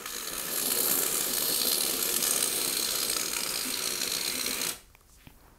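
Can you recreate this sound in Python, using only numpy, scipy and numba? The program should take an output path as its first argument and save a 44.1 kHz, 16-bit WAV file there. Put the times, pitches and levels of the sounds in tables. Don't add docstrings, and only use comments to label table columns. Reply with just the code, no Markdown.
import sys
import numpy as np
from scipy import signal
from scipy.fft import rfft, irfft
from scipy.io import wavfile
from scipy.ndimage import uniform_filter1d
from numba import njit

SR = 44100
rng = np.random.default_rng(int(sys.argv[2]) if len(sys.argv) > 2 else 0)


def attenuation_scalar(level_db):
    decades = np.asarray(level_db, float) / 20
    return 10 ** decades


def master(y):
    cut = np.clip(np.atleast_2d(y).T, -1, 1)
    pcm = np.round(cut * 32767)
    wavfile.write(sys.argv[1], SR, pcm.astype(np.int16))


N = 246342
T = np.arange(N) / SR
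SHUT_S = 4.718
LAST_GASP_S = .1
RING_SHARE = .75


def unit(x):
    return x / np.sqrt(np.mean(x ** 2))


def noise(count=N):
    return rng.standard_normal(count)


def band(x, lo_hz, hi_hz, order=2):
    edges_hz = [lo_hz, min(hi_hz, .45 * SR)]
    return signal.sosfilt(signal.butter(order, edges_hz, "band", fs=SR, output="sos"), x)


def colour(x, points):
    hz, db = np.transpose(points)
    f = np.maximum(np.arange(len(x) // 2 + 1) * SR / len(x), 1)
    return irfft(rfft(x) * attenuation_scalar(np.interp(np.log(f), np.log(hz), db)), len(x))


@njit
def svf(x, hz, width):
    y, b, l = np.empty(len(x)), 0., 0.
    for i in range(len(x)):
        g, k = np.tan(np.pi * hz[i] / SR), width / hz[i]
        v = (b + g * (x[i] - l)) / (1 + g * (g + k))
        b, l, y[i] = 2 * v - b, l + 2 * g * v, k * v
    return y


def resonance(x, hz, width_hz):
    return svf(x, np.full(len(x), float(hz)), float(width_hz))


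def walk(rate):
    k = int(SR / rate)
    held = np.repeat(noise(N // k + 1), k)
    return 0.63 * uniform_filter1d(uniform_filter1d(held, k), k)[:N]


def air():
    # f/Hz, level/dB per Hz
    tone = [(8.8, -43), (15, -8), (97, -4), (767, -20), (1150, -20), (3600, -28), (4540, -23),
            (12200, -24.5), (15900, -27)]
    throb_db = 2.5 * np.cos(2 * np.pi * 5.02 * (T - 5.12))
    rumble = attenuation_scalar(-60.5 + walk(5.3) + throb_db) * unit(band(noise(), 17, 66))
    fade_db = 19 * np.maximum(T - 5.45, 0)
    return attenuation_scalar(-62.5 + 0.52 * walk(3.7) - fade_db) * unit(colour(noise(), tone)) + rumble


def room(x):
    t60_s, low_db = 0.38, -6.5
    treble_t60_s, treble_db = 0.34, -7.5
    u = T[:SR // 2]
    build = (1 - np.exp(-u / 0.007)) / np.sqrt(SR / 30)
    out = attenuation_scalar(0.5) * resonance(x, 351.6, 3)
    for turn in range(3):
        low = attenuation_scalar(low_db) * band(noise(len(u)), 43, 2700) * 1000 ** (-u / t60_s)
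        high = attenuation_scalar(treble_db) * band(noise(len(u)), 1960, 16000, order=1) * 1000 ** (-u / treble_t60_s)
        share = np.cos(2 * np.pi * (1.322 + turn) * T + turn)
        out = out + signal.fftconvolve(x * share, (low + high) * build)[:N]
    return out


def sleeve():
    # middle t/s, length/s, f/Hz, level/dB
    strokes = [
        (5.132, 0.094, 7100, -59.5),
        (5.25, 0.15, 2150, -61),
        (5.28, 0.22, 11000, -67.5),
        (5.3, 0.56, 14000, -69),
        (5.484, 0.23, 890, -63.5),
        (5.44, 0.45, 230, -65.5),
    ]
    out = 0
    for s, length, hz, db in strokes:
        cloth = resonance(resonance(noise(), hz, 1.3 * hz), hz, 1.3 * hz)
        swell = np.exp(-np.abs(2 * (T - s) / length) ** 3)
        out = out + unit(cloth) * attenuation_scalar(db + 2.5 * walk(80)) * swell
    return out


def ticks():
    # t/s, peak level/dB, ring f/Hz, crack level/dB, crack f/Hz
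    taps = [(4.742, -45, 2470, -83, 6000), (4.901, -53, 1210, -57, 1790), (4.9509, -37.5, 2340, -56, 14100),
            (4.9512, -59, 5560, -60, 1400), (5.0089, -44, 9000, -53, 1200), (5.009, -45, 14500, -60, 12000),
            (4.9511, -54, 7800, -60, 12200), (5.221, -56, 2400, -60, 6000), (5.0116, -50, 1150, -62, 900),
            (5.096, -51, 1190, -66, 3000), (5.2707, -62, 1500, -61, 2800), (5.3038, -49, 850, -58, 2500),
            (5.406, -52, 4140, -58, 4500), (5.457, -52, 750, -60, 1500), (5.498, -64, 3000, -66, 5000),
            (5.481, -47, 1260, -60, 1500)]
    # t/s, peak level/dB, f/Hz, t60/s
    pings = [
        (4.9511, -47, 14300, .012),
        (4.9509, -50, 5400, .006),
        (5.2678, -54, 14800, .012),
        (5.2708, -48, 14600, .006),
        (5.3045, -53, 14800, .01),
        (5.2706, -40, 2400, .012),
        (5.2708, -42, 3200, .012),
        (5.2706, -46, 900, .014),
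        (5.2707, -44, 1950, .008),
    ]
    # f/Hz, level/dB, t60/s
    thud_modes = [
        (150, -37.5, 0.039),
        (98, -50, 0.055),
        (254, -43, 0.05),
    ]
    out, u = np.zeros(N), T[:3000]

    def sine(hz):
        return np.sin(2 * np.pi * hz * u)

    def add(s, sound):
        out[int(s * SR):int(s * SR) + len(u)] += sound

    for s, db, hz, crack_db, crack_hz in taps:
        decay = 1000 ** (-u * hz / 20)
        ring = decay * (sine(hz) + .5 * sine(0.45 * hz) + 0.17 * sine(1.38 * hz))
        grit = noise(len(u))
        bright = np.exp(-u / .0015) * unit(band(grit, .92 * crack_hz, 1.1 * crack_hz))
        add(s, attenuation_scalar(db) * ring + attenuation_scalar(crack_db) * (bright + .6 * np.exp(-u / .0006) * grit))
    for s, db, hz, t60 in pings:
        add(s, attenuation_scalar(db) * 1000 ** (-u / t60) * sine(hz))
    for hz, db, t60 in thud_modes:
        add(5.272, -attenuation_scalar(db) * 1000 ** (-u / t60) * sine(hz))
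    return out


def pockets():
    # t/s, gurgle rise level/dB, nozzle rise level/dB, jet rise level/dB
    listed = [(0.0605, 10, 12, 9), (0.1257, 4, 7.5, 3), (0.149, 5, 9.5, 4), (0.167, 6, 10, 6),
              (0.1843, 5, 10, 5.0), (0.201, 5, 6.0, 4), (0.21, 4, 9, 2), (0.2484, 3, 6, 3.5),
              (0.2752, 5.0, 10.5, 7), (0.2854, 4.0, 9.0, 3.5), (0.3352, 4, 7, 6.5), (0.3687, 4, 3, 4.0),
              (0.3817, 4.5, 5, 7.5), (0.398, 4.0, 7.5, 7), (0.4685, -9, 3.5, 3), (0.486, 4, 4, 3),
              (0.5617, 1, 4, 5.0), (0.5767, 4, 3, 6), (0.5852, 8, 3, 7), (0.599, 6, 4.0, 6), (0.628, 2, 2, 4),
              (0.6595, 4.5, 6.5, 5.5), (0.7063, 7.0, 4, 4), (0.7206, 10, 3.5, 8.5), (0.7525, 5, 0, 4),
              (0.7754, 5, 4.5, 5.5), (0.7877, -3, 1, 7), (0.8057, 4.5, -3, 7), (0.885, 5, 4, 1),
              (0.8996, 6, 3, 4.5), (0.9155, 7, 3, 7.5), (0.9903, 5.5, 1, 7.5), (1.0358, 7.5, 5, 6.5),
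              (1.065, 4.5, 6.5, 7), (1.1453, 4, 6, 6.5), (1.1565, 5.0, 6, 6), (1.171, 1, 6.0, 5.5),
              (1.21, 4.5, 8, 7), (1.3365, 5.5, 5, 5), (1.3719, 4, 5, 6.0), (1.3844, 7.5, 4, 6),
              (1.4254, 7.5, 4.5, 7), (1.4991, 5, 2, 3), (1.5452, 1, 4.5, 4.5), (1.618, 8, 9, 4.0),
              (1.6338, 3.0, 7, 2), (1.673, 5, 7.5, 4), (1.6856, 3, 5, 4), (1.7182, 5, 9, 3),
              (1.7311, 7, 6, 6),
              (1.746, 4, 10, 4), (1.7575, 2, 6, 4), (1.809, 6, 10.5, 8.5), (1.821, 5, 5, 6.5),
            (1.836, 6, 9, 6), (1.8527, -2, 5, 7), (1.865, 6.5, 4, 7), (1.899, 2, 5.5, 5.5),
            (1.913, 6.5, 3, 6.5), (2.0286, 4.5, 7, 9), (2.058, 3, 3, 5), (2.0934, 7, 7.0, 6.0),
            (2.143, 5, 6, 5), (2.166, 6.5, 8.5, 8.5), (2.228, 3, 8.5, 6.5), (2.2408, 6.5, 7, 8),
            (2.2698, 6, 6, 6.5), (2.279, 5, 2, 7), (2.3106, 6.5, 1, 9), (2.3631, 7.5, 0, 8.5),
            (2.3798, 8, 6, 6.5), (2.409, 7, 5, 6), (2.4288, 7, 9.5, 9), (2.4617, 4.5, 4, 3),
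            (2.4776, -2, 4.5, 5), (2.5612, 4.5, 5, 4.0), (2.6167, 5.5, 6.5, 4), (2.649, 4, 6.5, 7.0),
            (2.6795, 2, 5.5, 7.5), (2.7388, 3, 4, 1), (2.7702, 4.5, 9, 8), (2.7986, 2, 7.5, 6.0),
            (2.828, 3, 7, 6), (2.8475, -5, 8, 2), (2.891, 6.5, 6.5, 1), (2.909, 4, 5.5, 6.5),
            (2.9876, 6, 5.5, 5), (3.0318, 6, 6, 7), (3.0842, 3.5, 7, 2), (3.1006, 10, 8.5, 7.5),
            (3.1337, 10.5, 12, 4), (3.168, 12.5, 12, 5.5), (3.1987, 9, 6, 5), (3.215, 6.5, 10.5, 7),
            (3.2344, 7, 8.0, 5), (3.2605, 5, 9.5, 4), (3.2844, 5.5, 7, 4), (3.3163, 5.5, 5, 6),
            (3.3357, 9, 11, 8), (3.3687, 11.5, 10, 9.5),
              (3.39, 6.5, 4, 6.5), (3.408, 8, 10.5, 4), (3.4362, 7.5, 13, 7.5), (3.465, 7, 8, 4),
            (3.475, 5.5, 6, 5), (3.4926, -4, 11.5, 3.5), (3.542, 4, 10, 2), (3.5592, 5, 11.5, 4),
            (3.5765, 0, 10, 4.5), (3.5928, 4.5, 5, 5), (3.6125, 4, 9.5, 2), (3.705, 2, 5, 5),
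            (3.7415, -3, 12, 1), (3.7749, 3, 7, 4.5), (3.793, -4, 10.5, 3), (3.8228, 3, 8.5, 3),
            (3.8407, -6, 8, 6), (3.859, 0, 9, 6.5), (3.876, 3, 13, 7.5), (3.9076, 3.5, 7.0, 7),
            (3.9232, 3, 7.5, 5.5), (3.957, 4.5, 6.5, 4), (4.0056, 2, 5, 5.5), (4.0178, 7, 9.5, 6.0),
            (4.035, 6, 11, 9), (4.078, 6, 10, 7), (4.1204, 4.5, 11.5, 8), (4.1376, 5.5, 10, 5.0),
            (4.151, 4, 10, 6), (4.169, 3, 12, 6), (4.185, 4, 9, 1), (4.2129, 2.5, 12, 4),
            (4.2495, 2, 11.5, 2.0), (4.2634, 3, 7.5, 3), (4.2793, 4.5, 11, 5.5), (4.3007, -4, 9.5, 2),
            (4.3559, 4.5, 9, 4.5), (4.3979, 7, 8.5, 3.5), (4.413, 5, 11.5, 5.5), (4.4484, 1, 5, 3.5),
            (4.4653, 6.5, 14, 5), (4.4803, 2, 2, 6), (4.5107, 4, 10, 6), (4.5323, 2, 10, 6.5),
            (4.5456, 2, 7, 6), (4.617, 4, 11, 10), (4.6325, 4.5, 6, 7), (4.638, 0, 10.5, 7),
            (4.6506, 4, 7, 9), (4.6705, 6, 10, 11.5), (4.689, 0, -2, 8.5), (4.694, 3, 10.5, 10),
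              (0.024, 5.5, 2.0, 5), (0.0778, 7.5, 4, -5), (0.1058, 1, 5.5, 1), (0.1373, 6.0, 4.5, 2),
            (0.2295, 4.5, 1, 2.0), (0.3148, -4, 3, 1.0), (0.649, 2, 3, 4), (0.6695, 3, 2, 4.0),
            (0.8336, -4, 2, 5.5), (0.845, 1, 4.5, 2), (0.859, 2, 3, 4), (0.9557, 5.5, 0, 5),
            (1.116, 3, 3, 4), (1.1289, 4.5, 2.0, 4.5), (1.181, 3.5, 1.5, 5.5), (1.2247, 0.0, 6, 3.0),
            (1.2866, 3.5, -1, -1), (1.3085, 1.0, 2, 2.0), (1.4083, -1, 5, 4), (1.4587, 3, 2.5, 1),
            (1.4836, 3.5, 2.5, 4.5), (1.525, -3, 4, 3), (1.5627, 3, 3.0, 5), (1.6, -2, 4, 3),
            (1.6557, 7, 1, 4), (1.6991, 4, 4, 2), (1.784, 5, 4, 4), (1.9391, 5, 3.5, 5), (1.996, 4.5, 3, 5),
            (2.0154, 2, 2, 2), (2.207, 6.0, 3, 1.0), (2.2534, 7, -3, 4), (2.3362, 6.5, -3, 5),
            (2.4429, 7, 6, 7), (2.5612, 0, 3, 3.5), (2.6006, -1, 4.5, 0), (2.662, 5.5, 1, 3.5),
            (2.6977, 4, 4.5, 5), (2.7293, -3, 5, 6.5), (2.9544, 5.5, -1, 3), (3.0045, -11, 5, 2),
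            (3.0176, 5.5, 6, 1), (3.0497, -2, 7, 0), (3.1154, 1.0, 9, 3), (3.725, -4, 5, 1),
            (3.7555, 2, 5.5, 2), (3.938, 2, 6, 5), (4.0997, -0.5, 7, 4), (4.2354, 2, 4, 3),
            (4.4947, 4, 4.0, 5.0)]
    empty_db, full_db = 4, 6.5
    rows = [tuple(row) for row in listed]
    at, luck = np.transpose(rows)[0], rng.random((400, 4))
    stray_s = np.cumsum(.0165 * (.5 + luck[:, 0]))
    for s, (_, a, b, c) in zip(stray_s, luck):
        if s < SHUT_S - LAST_GASP_S and np.abs(at - s).min() > .011:
            nozzle_db = np.interp(s, [0, SHUT_S], [empty_db, full_db])
            rows.append((s, a * empty_db, b * nozzle_db, c * empty_db))
    return np.transpose(rows)


def bursts(times, power):
    rise_s, length_s, tail_s, tail = .0006, .0058, .006, .1
    out, u = np.zeros(N), T[:700]
    out[(times * SR).astype(int)] = power
    hold = np.exp(-(u / length_s) ** 5)
    shape = (1 - np.exp(-u / rise_s)) ** 2 * (hold + tail * np.exp(-u / tail_s))
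    lead = int(np.sum(np.cumsum(shape) < shape.sum() / 2))
    return np.maximum(signal.fftconvolve(out, shape / shape.max())[lead:lead + N], 0)


def around(times, weights, shift_s, width_s):
    out, u = np.zeros(N), T[:1001] - T[500]
    out[(times * SR).astype(int)] = weights
    bump = np.exp(-((u - shift_s) / width_s) ** 2)
    return np.minimum(signal.fftconvolve(out, bump, "same"), 1)


def steadied(x, gate):
    size = int(.005 * SR)

    def relative(power):
        smooth = uniform_filter1d(uniform_filter1d(power, size), size)
        return smooth / uniform_filter1d(power, SR // 4)

    due, heard = relative(gate ** (1 + RING_SHARE / 2)), relative(x ** 2)
    inside = np.clip(uniform_filter1d(gate, size) - .5, 0, 1)
    return x * (due / heard) ** (.7 / 2 * inside)


def hollows(jet, lo_hz, hi_hz):
    # middle t/s, length/s, f/Hz, level/dB over the plain hiss
    cavities = [(0.78, 0.37, 4300, 4), (0.028, 0.088, 6600, -1), (0.02, 0.12, 1250, 18),
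                (0.15, 0.17, 4050, 2), (0.3, 0.15, 4020, 14), (0.39, 0.07, 10300, -3),
                (2.1, 0.69, 2950, -2), (2.24, 0.35, 4930, 4), (2.26, 0.33, 1260, 4),
                (2.1, 1.54, 3500, -4.5), (4.25, 0.4, 2170, 5), (4.4, 0.19, 8700, 3), (4.1, 0.14, 11200, 6),
                (1.62, 0.33, 4270, -6), (0.74, 0.078, 1730, 9), (2.17, 0.42, 12400, 6),
                (1.46, 0.12, 12900, 5), (3.67, 0.11, 250, 14), (4.45, 0.23, 252, 19.5),
                (2.69, 0.16, 361, 8), (0.23, 0.37, 6550, 7), (0.33, 0.26, 9400, 2), (0.54, 0.18, 12700, 2),
                (0.64, 0.17, 11200, 10), (0.784, 0.37, 9400, 5.5), (0.9, 0.28, 12500, 5.5),
                (1.02, 1.1, 7450, 2), (1.11, 0.18, 9400, 3.5), (1.57, 0.37, 8670, 11.5),
                (1.7, 0.12, 11700, 11), (1.762, 0.094, 10600, 14), (1.85, 0.18, 9350, 6.5),
                (2.17, 0.34, 11300, 10), (2.4, 0.34, 6340, 5), (2.54, 0.51, 8520, 7.5),
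                (2.48, 0.43, 9450, 5), (3.02, 0.18, 11300, 6), (3.118, 0.093, 8360, 10),
                (3.15, 0.31, 4900, 9), (3.24, 0.24, 6600, 6), (3.53, 0.26, 4810, 16), (3.67, 0.6, 8740, 1),
                (3.94, 0.42, 5800, 8.5), (3.91, 0.17, 11000, 8), (4.434, 0.21, 5750, 9),
                (3.9, 0.12, 7950, -2), (4.67, 0.1, 8100, 6), (4.645, 0.12, 6270, 10),
                (0.91, 0.14, 1340, 14), (3.2, 0.28, 1300, 3)]
    out = np.zeros(N)
    for s, length, hz, db in cavities:
        if .9 * lo_hz < hz < 1.1 * hi_hz:
            span = slice(max(int((s - length) * SR), 0), int((s + length) * SR))
            swell = np.exp(-(2 * (T[span] - s) / length) ** 2)
            out[span] += attenuation_scalar(db) * swell * resonance(jet[span], hz, 0.082 * hz)
    return out


def tube_modes(blast, lo_hz, hi_hz, fill, sunk_db):
    # f/Hz, width/Hz, level/dB over the plain hiss, level change/dB as the mug fills
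    modes = [(169, 38, -4.5, 28), (255, 32, 2.5, 3), (364, 100, 0.5, 14), (473, 68, 0.5, 1),
             (972, 32, 3, -4), (1260, 270, 6.5, -11), (1722, 120, -2.5, -29), (2387, 245, 1.5, -1),
             (3030, 170, -6, -13), (4174, 320, 8, 15), (6620, 100, 4, 3), (8490, 240, -8.5, 25)]
    out = np.zeros(N)
    for hz, width, db, change_db in modes:
        if .8 * lo_hz < hz < 1.2 * hi_hz:
            sunk_ring_db = (hz > 3500) * 0.93 * sunk_db
            level = attenuation_scalar(db + change_db * fill + sunk_ring_db + walk(5.1))
            out += level * svf(blast, hz * (1 + walk(5.79) / 70), 1. * width)
    return out


def spray():
    # low f/Hz, high f/Hz, share of a spit's rise 0-2, flicker level/dB
    zones = [
        (123, 684, 0.17, 2.5),
        (850, 3460, 0.98, 1),
        (3000, 5680, 0.94, 0.5),
        (6000, 9490, 1.06, 1),
        (9800, 14100, 0.84, 2),
        (13600, 23000, 0.78, 0),
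    ]
    # level/dB, share of flow, of sinking, of dryness, level change/dB as the mug fills
    follow = [
        (-43, 0.77, -0.25, 0.42, -4),
        (-41.5, 0.36, -0.97, 0.0092, 3),
        (-36, 1.1, 1.25, 0.011, 0.1),
        (-35.5, 1.91, -1.43, 0.01, -5),
        (-36.5, 1.33, -0.045, 0.53, -11),
        (-41.5, 1.5, -0.18, 0.46, -10),
    ]
    # t/s, flow level/dB, nozzle sunk in foam/dB, dryness of the gas/dB
    hand = [(0.045, -11.5, -3, -4.5), (0.08, -4.5, -0.5, -17.5), (0.325, -6.5, -1.5, -4),
            (0.575, -2.5, -0.5, 0.5), (0.7, -1, 0, 3.5), (0.95, -0.6, -1.5, 8), (1.075, -1.5, -2.5, 0.5),
            (1.325, -1, 0, 2), (1.7, 1.5, 2.5, 1), (1.95, -1, -0.5, 4), (2.325, 1.5, -2, -2),
            (2.575, -0.5, -0.5, 4), (2.825, 1, 0.9, -3), (3.075, 0.7, 0.1, -2), (3.325, -1, -1.5, -3.5),
            (3.7, -1, 0, -0.5), (4.15, 0, 0.5, -1.5), (4.72, -1.34, -1.5, 6.5)]
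    # f/Hz, level/dB per Hz
    tilt = [(59, -44), (100, -12), (357, -8.5), (704, -10), (1250, -5.5), (1910, -2.5), (4180, -1.5),
            (5390, 0), (8600, 3.5), (12300, 4.5), (15900, 1.5)]
    s, *controls = np.transpose(hand)
    flow, sunk_db, dryness = (np.interp(T, s, c) for c in controls)
    fill = T / SHUT_S - .5
    levels_db = np.array(follow) @ [np.ones(N), flow, sunk_db, dryness, fill]
    at, gurgle_db, nozzle_db, jet_db = pockets()
    rises_db = [gurgle_db, gurgle_db, nozzle_db, jet_db, jet_db, jet_db]

    size = np.clip(np.maximum(nozzle_db, jet_db) / 8, 0, 1)
    plug_db = -3.5 * around(at, size, -.007, .003)
    pop_db = 6.5 * around(at, size, -.003, .0014)
    clear_db = -13 * around(at, size, .0017, .0024)
    small = walk(125)
    crackle_hz = 330
    crackle = walk(crackle_hz)
    gasp = np.clip((SHUT_S - T) / LAST_GASP_S, .05, 1)
    out = 0
    for (lo_hz, hi_hz, share, flicker_db), db, rise_db in zip(zones, levels_db, rises_db):
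        crackle_db = (lo_hz > 2000) * 4.5 * (crackle + walk(crackle_hz))
        gate = attenuation_scalar(1.3 * share * small + 2 * flicker_db * walk(40) + 2 * plug_db + crackle_db)
        burst_db = rise_db + .6 * noise(len(at))
        lead_s = (lo_hz < 1000) * 0.0018
        gate = gate + bursts(at - lead_s, np.maximum(attenuation_scalar(2 * share * burst_db) - 1, 0))
        gate = gate / uniform_filter1d(gate, SR // 6)

        jet = noise() * np.sqrt(gate)
        blast = jet * gate ** (RING_SHARE / 2) * gasp
        rung = jet + tube_modes(blast, lo_hz, hi_hz, fill, sunk_db) + hollows(blast, lo_hz, hi_hz)
        rung = band(colour(rung, tilt), lo_hz, hi_hz)
        if lo_hz > 700:
            rung = steadied(rung, gate)
        else:
            rung = band(rung * attenuation_scalar(pop_db + clear_db), lo_hz, 2 * hi_hz)
        out = out + attenuation_scalar(db) * rung / np.sqrt(uniform_filter1d(rung ** 2, SR // 4))
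    out = out - 0.35 * resonance(out, 1910, 177)
    return out * np.exp(-np.maximum(T - SHUT_S, 0) / .013)


def scene():
    can, hands = spray(), ticks() + sleeve()
    return (attenuation_scalar(0.51) * can + hands + room(can + hands / 3) + air())[None]


def band_limit(x):
    return signal.sosfilt(signal.butter(12, 16340, fs=SR, output="sos"), x)


def record(dry):
    top_cut = signal.ellip(12, .1, 75, 15700, fs=SR, output="sos")
    return band_limit(signal.sosfiltfilt(top_cut, dry))


dry = scene()
out = record(dry)
master(out)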